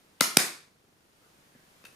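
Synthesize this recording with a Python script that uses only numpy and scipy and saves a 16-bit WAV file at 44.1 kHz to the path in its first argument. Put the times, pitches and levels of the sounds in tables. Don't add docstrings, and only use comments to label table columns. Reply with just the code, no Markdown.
import sys
import numpy as np
from scipy import signal
from scipy.fft import rfft, irfft
from scipy.io import wavfile

SR = 44100
rng = np.random.default_rng(int(sys.argv[2]) if len(sys.argv) > 2 else 0)


def volts(x):
    e = np.asarray(x, float) / 20
    return 10 ** e


def master(y):
    cut = np.clip(np.atleast_2d(y).T, -1, 1)
    pcm = np.round(cut * 32767)
    wavfile.write(sys.argv[1], SR, pcm.astype(np.int16))


N = 85995


def read(points, hz):
    f, value = np.transpose(points)
    return np.interp(np.log(hz + 1), np.log(f + 1), value)


def evened(x):
    return x / np.sqrt(np.mean(x ** 2) + 1e-20)


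def add(mix, s, sound):
    part = mix[..., round(s * SR):][..., :sound.shape[-1]]
    part += sound[..., :part.shape[-1]]


def left_right(pan_db):
    return np.array([[pan_db / 2], [-pan_db / 2]])


def pair(gain, same, size):
    a, b, c, d = rng.standard_normal((gain.shape[1], gain.shape[0], 4)).T
    same = np.clip(same, -1, 1)[:, None]
    left = a + 1j * b
    right = same * left + np.sqrt(1 - same ** 2) * (c + 1j * d)
    return signal.istft(gain * np.array([left, right]), nperseg=size, noverlap=size * 3 // 4)[1]


# pitch_hz, level_db (per Hz)
HISS_COLOUR = [(15, -41), (25, -11.5), (70, -10), (114, -3.5), (344, -6.5), (936, -7.5), (10100, -19),
               (14800, -25), (16000, -33.5)]
HISS_DB = -63.5
# pitch_hz, likeness (-1 to 1)
HISS_LIKENESS = [(60, 0.59), (240, 0.76), (950, -0.3), (3770, -0.02), (15000, 0.83)]
# time_s, level_db
GATE_OPENING = [(0, -2.5), (.2, -2.5), (.7, -8.5), (.9, -7), (1.1, -5), (1.25, -0.9), (1.6, -0.5),
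                (1.95, 4.03)]
# pitch_hz, share (0 to 1)
GATE_SHARE = [(300, 0.36), (1500, .8), (5000, 0.72), (15000, .9)]


def hiss():
    hz, t = np.fft.rfftfreq(1024, 1 / SR), np.arange(N // 256 + 5) * 256 / SR
    gate_db = np.interp(t, *np.transpose(GATE_OPENING)) * read(GATE_SHARE, hz)[:, None]
    gain = volts(read(HISS_COLOUR, hz)[:, None] + gate_db)
    noise = pair(gain, read(HISS_LIKENESS, hz), size=1024)[:, :N]
    return volts(HISS_DB) * evened(noise)


PURR_PER_S, PURR_START_S, PUFF_LENGTH_S = 23.95, .002, .006
PURR_DB, PUFF_SPREAD_DB = -71, -0.5
# pitch_hz, level_db
PURR_COLOUR = [(80, -10.5), (160, 0), (260, -2.5), (480, -5.5), (800, -18), (1600, -16), (3000, -31)]


def purr():
    turns = (np.arange(N) / SR - PURR_START_S) * PURR_PER_S + 1
    u = turns % 1 / PURR_PER_S / PUFF_LENGTH_S
    sizes = volts(PUFF_SPREAD_DB * rng.standard_normal(60))[turns.astype(int)]
    puffs = u * np.exp(-u) * sizes * rng.standard_normal(N)
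    colour = volts(read(PURR_COLOUR, np.fft.rfftfreq(N, 1 / SR)))
    return volts(PURR_DB) * evened(irfft(rfft(puffs) * colour, N))


# start_s, length_s, level_db, centre_hz
SLIDES = [
    (0.2, 0.007, -47.5, 2970),
    (1.211, 0.11, -71, 1310),
    (1.401, 0.09, -73, 1700),
    (1.529, 0.16, -69, 1732),
    (1.85, 0.062, -62.5, 9500),
]
RUSTLE_OCTAVES = 0.31


def rustles():
    out = np.zeros((2, N))
    hz = np.fft.rfftfreq(8192, 1 / SR)
    for s, length_s, level_db, centre_hz in SLIDES:
        noise = rng.standard_normal((2, 8192))
        colour = np.exp(-(np.log2((hz + 1) / centre_hz) / RUSTLE_OCTAVES) ** 2)
        u = np.linspace(0, 1, round(length_s * SR))
        swell = np.sin(np.pi * u ** 0.53)
        add(out, s, volts(level_db) * evened(irfft(rfft(noise) * colour))[:, :len(u)] * swell)
    return out


# start_s, level_db, left_minus_right_db, brightness_db_per_octave
LEFT_CRACKS = [
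    (.2071, -24, 0, 0),
    (.2083, -2, 6, 1),
    (.2087, -3, 6, 1),
    (.2100, -3, 10, -2),
    (.2109, -7, 8, -4),
    (.2190, -14, 0, 0),
    (.2214, -14, -1.5, 1.5),
]
NEAR_CRACKS = [
    (.3680, -27, 0, 0),
    (.3689, -18, 0, 4),
    (.3701, 0, -2, 0),
    (.3705, -1, -1, 1),
    (.3714, -2, -2, 0),
    (.3719, 0, 0, 1),
    (.3723, -2, -3, -1),
]
CLICK_CRACKS = [
    (1.8405, -55, 7, -9.5),
    (1.8420, -52, 2, 0),
    (1.8512, -44.5, -3, -3),
    (1.8526, -43.5, -3, 5),
    (1.8540, -41, 2, 0.5),
    (1.8556, -44, 4, -4),
    (1.8582, -47, -5, -2),
    (1.8680, -48.5, -4, 1),
]
# pitch_hz, level_db, time_to_fade_60_db_s
LEFT_TONES = [(1310, -14.5, 0.01), (2080, -15.5, 0.022), (2870, -11, 0.0033), (3900, -7.5, .004),
              (4574, -7.5, .006), (5400, -12.5, 0.011), (6600, -8.5, 0.0055), (9400, -3.5, .004),
              (10903, -14, .0035), (13500, -14.5, .003)]
NEAR_TONES = [(1500, -10.5, 0.0043), (2289, -6, .004), (3300, -7.5, 0.0033), (4720, -0.5, .0035),
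              (5860, -4.5, 0.0031), (7880, -11.5, 0.0092), (8800, -2, .0035), (10400, -2, 0.0036),
              (13000, -7.5, .003)]
CLICK_TONES = [(1495, -0.5, 0.0046), (2573, -1.3, 0.034), (3460, 5.5, 0.0025), (4610, -1, 0.0057),
               (6240, -1.5, 0.0031), (9600, -1.5, 0.0044), (12300, -6, 0.0044)]
EAR_TURN = 0.1


def lid(cracks, tones):
    out, t = np.zeros((2, N)), np.arange(3000) / SR
    hz, db, t60 = np.transpose(tones)[:, :, None]
    ears = np.array([1, -1])[:, None, None]
    chance = rng.random((len(cracks), 3, len(tones), 1))
    for (s, level_db, pan_db, bright_db), (bend, turn, skew) in zip(cracks, chance):
        fade = volts(db + bright_db * np.log2(hz / 5000) - 60 * t / t60)
        cycles = hz * (.96 + .08 * bend) * t + turn + EAR_TURN * (2 * skew - 1) * ears
        ring = (fade * np.sin(2 * np.pi * cycles)).sum(1)
        own_noise = np.diff(rng.standard_normal((2, len(t) + 1)))
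        tick = (rng.standard_normal(len(t)) + 0.24 * own_noise) * volts(-8 - 60 * t / .004)
        onset = np.minimum(t / .00008, 1)
        add(out, s, volts(level_db - 3.5 + left_right(pan_db)) * (ring + tick) * onset)
    return out


# start_s, level_db, pitch_hz, time_to_fade_60_db_s
THUMPS = [
    (0.2087, -16, 1330, .016),
    (.2095, -21.5, 848, 0.0086),
    (.2100, -15, 545, .012),
    (.2108, -17, 270, 0.025),
    (.3716, -7.5, 700, .006),
    (.3719, -6.5, 420, 0.0082),
    (0.372, -13, 230, 0.011),
    (0.3726, -26, 160, .04),
]
KNOCKS = [
    (1.5505, -48, 245, .045),
    (1.5510, -55, 150, .06),
    (1.5515, -56, 600, .015),
    (1.8427, -41, 430, .008),
    (1.8428, -49, 200, .03),
    (1.8822, -51, 330, .02),
]


def thumps():
    out, t = np.zeros(N), np.arange(6000) / SR
    for s, level_db, hz, t60 in [*THUMPS, *KNOCKS]:
        add(out, s, -volts(level_db - 60 * t / t60) * np.sin(2 * np.pi * hz * t))
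    return out


# delay_s, level_db, left_minus_right_db
WALL_ECHOES = [(.0045, -17, .5), (.0072, -14, 2.5), (.0110, -17, -6.5), (.0140, -11, 1.5),
               (.0195, -16.5, -2), (0.03, -13.5, 0.5)]
# pitch_hz, time_to_fade_60_db_s
ROOM_FADE = [(100, 0.33), (250, 0.37), (600, 0.41), (1500, 0.42), (4000, 0.42), (8000, 0.36), (12000, .36),
             (16000, 0.26)]
# pitch_hz, level_db
ROOM_COLOUR = [(100, -13), (300, -3), (800, -2), (1800, 4), (3200, -2.4), (5000, 1.53), (10000, -0.66),
               (16000, -14)]
# pitch_hz, likeness (-1 to 1)
ROOM_LIKENESS = [(150, .99), (350, 0.78), (950, .13), (3770, 0.19), (15000, 1)]
# start_s, broad_burst_db, ringing_lid_db, wall_echoes_db
ROOM_SENDS = [
    (0.2084, 7.5, -8.5, -6.5),
    (.3710, 9, -18.5, -10.5),
    (1.8524, -32, -11.5, 0),
]
BUILD_S, ROOM_THUMP_DB = 0.015, -8


def room(lids, low):
    hz, t = np.fft.rfftfreq(256, 1 / SR), np.arange(500) * 64 / SR
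    gain = volts(read(ROOM_COLOUR, hz)[:, None] - 60 * t / read(ROOM_FADE, hz)[:, None])
    out = np.zeros((2, N))
    for k, (x, (start, burst_db, ring_db, echo_db)) in enumerate(zip(lids, ROOM_SENDS)):
        tail = pair(gain, read(ROOM_LIKENESS, hz), size=256)
        tail = tail * (1 - np.exp(-(np.arange(tail.shape[1]) / SR / BUILD_S) ** 2))
        tail = tail / np.sqrt((tail ** 2).sum() / 2)
        add(out, start, volts(burst_db) * tail)
        sent = volts(ring_db) * x.mean(0)[None]
        if k == 0:
            sent = sent + volts(ROOM_THUMP_DB) * low
        out += signal.fftconvolve(sent, tail, axes=1)[:, :N]
        for s, db, pan_db in WALL_ECHOES:
            add(out, s, x * volts(db + echo_db + left_right(pan_db)))
    return out


def scene():
    lids = [lid(LEFT_CRACKS, LEFT_TONES), lid(NEAR_CRACKS, NEAR_TONES), lid(CLICK_CRACKS, CLICK_TONES)]
    low = thumps()
    near = sum(lids) + low + room(lids, low)
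    low_cut = signal.butter(N=4, Wn=160, btype="high", fs=SR, output="sos")
    return signal.sosfilt(low_cut, near) + hiss() + purr() + rustles()


def roll_off(x):
    return signal.sosfilt(signal.butter(12, 16380, fs=SR, output="sos"), x)


NOTCH_HZ, NOTCH_WIDTH_HZ, NOTCH_SHARE = 7900, 350, 0.37
TOP_HZ, TOP_STEEPNESS = 15450, 160
LIMIT_DB, SQUEEZE, RECOVER_DB_PER_S, GRIP_S = -17, 0.16, 251.5, 0.0048


def record(dry):
    hz = np.fft.rfftfreq(N, 1 / SR)
    notch = 1 - NOTCH_SHARE / (1 + (2 * (hz - NOTCH_HZ) / NOTCH_WIDTH_HZ) ** 2)
    treble_limit = np.sqrt(1 + (hz / TOP_HZ) ** TOP_STEEPNESS)
    x = irfft(rfft(dry) * notch / treble_limit, N)
    keep = np.exp(-1 / (GRIP_S * SR))
    power = signal.lfilter([1 - keep], [1, -keep], (x ** 2).mean(0))
    power_db = 10 * np.log10(power + 1e-12)
    fall = np.arange(N) * RECOVER_DB_PER_S / SR
    held_db = np.maximum.accumulate(power_db + fall) - fall
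    over_db = np.maximum(held_db - LIMIT_DB, 0)
    ducked = x / volts(SQUEEZE * signal.lfilter([1 - keep], [1, -keep], over_db))
    return roll_off(np.clip(ducked, -1, 1))


dry = scene()
out = record(dry)
master(out)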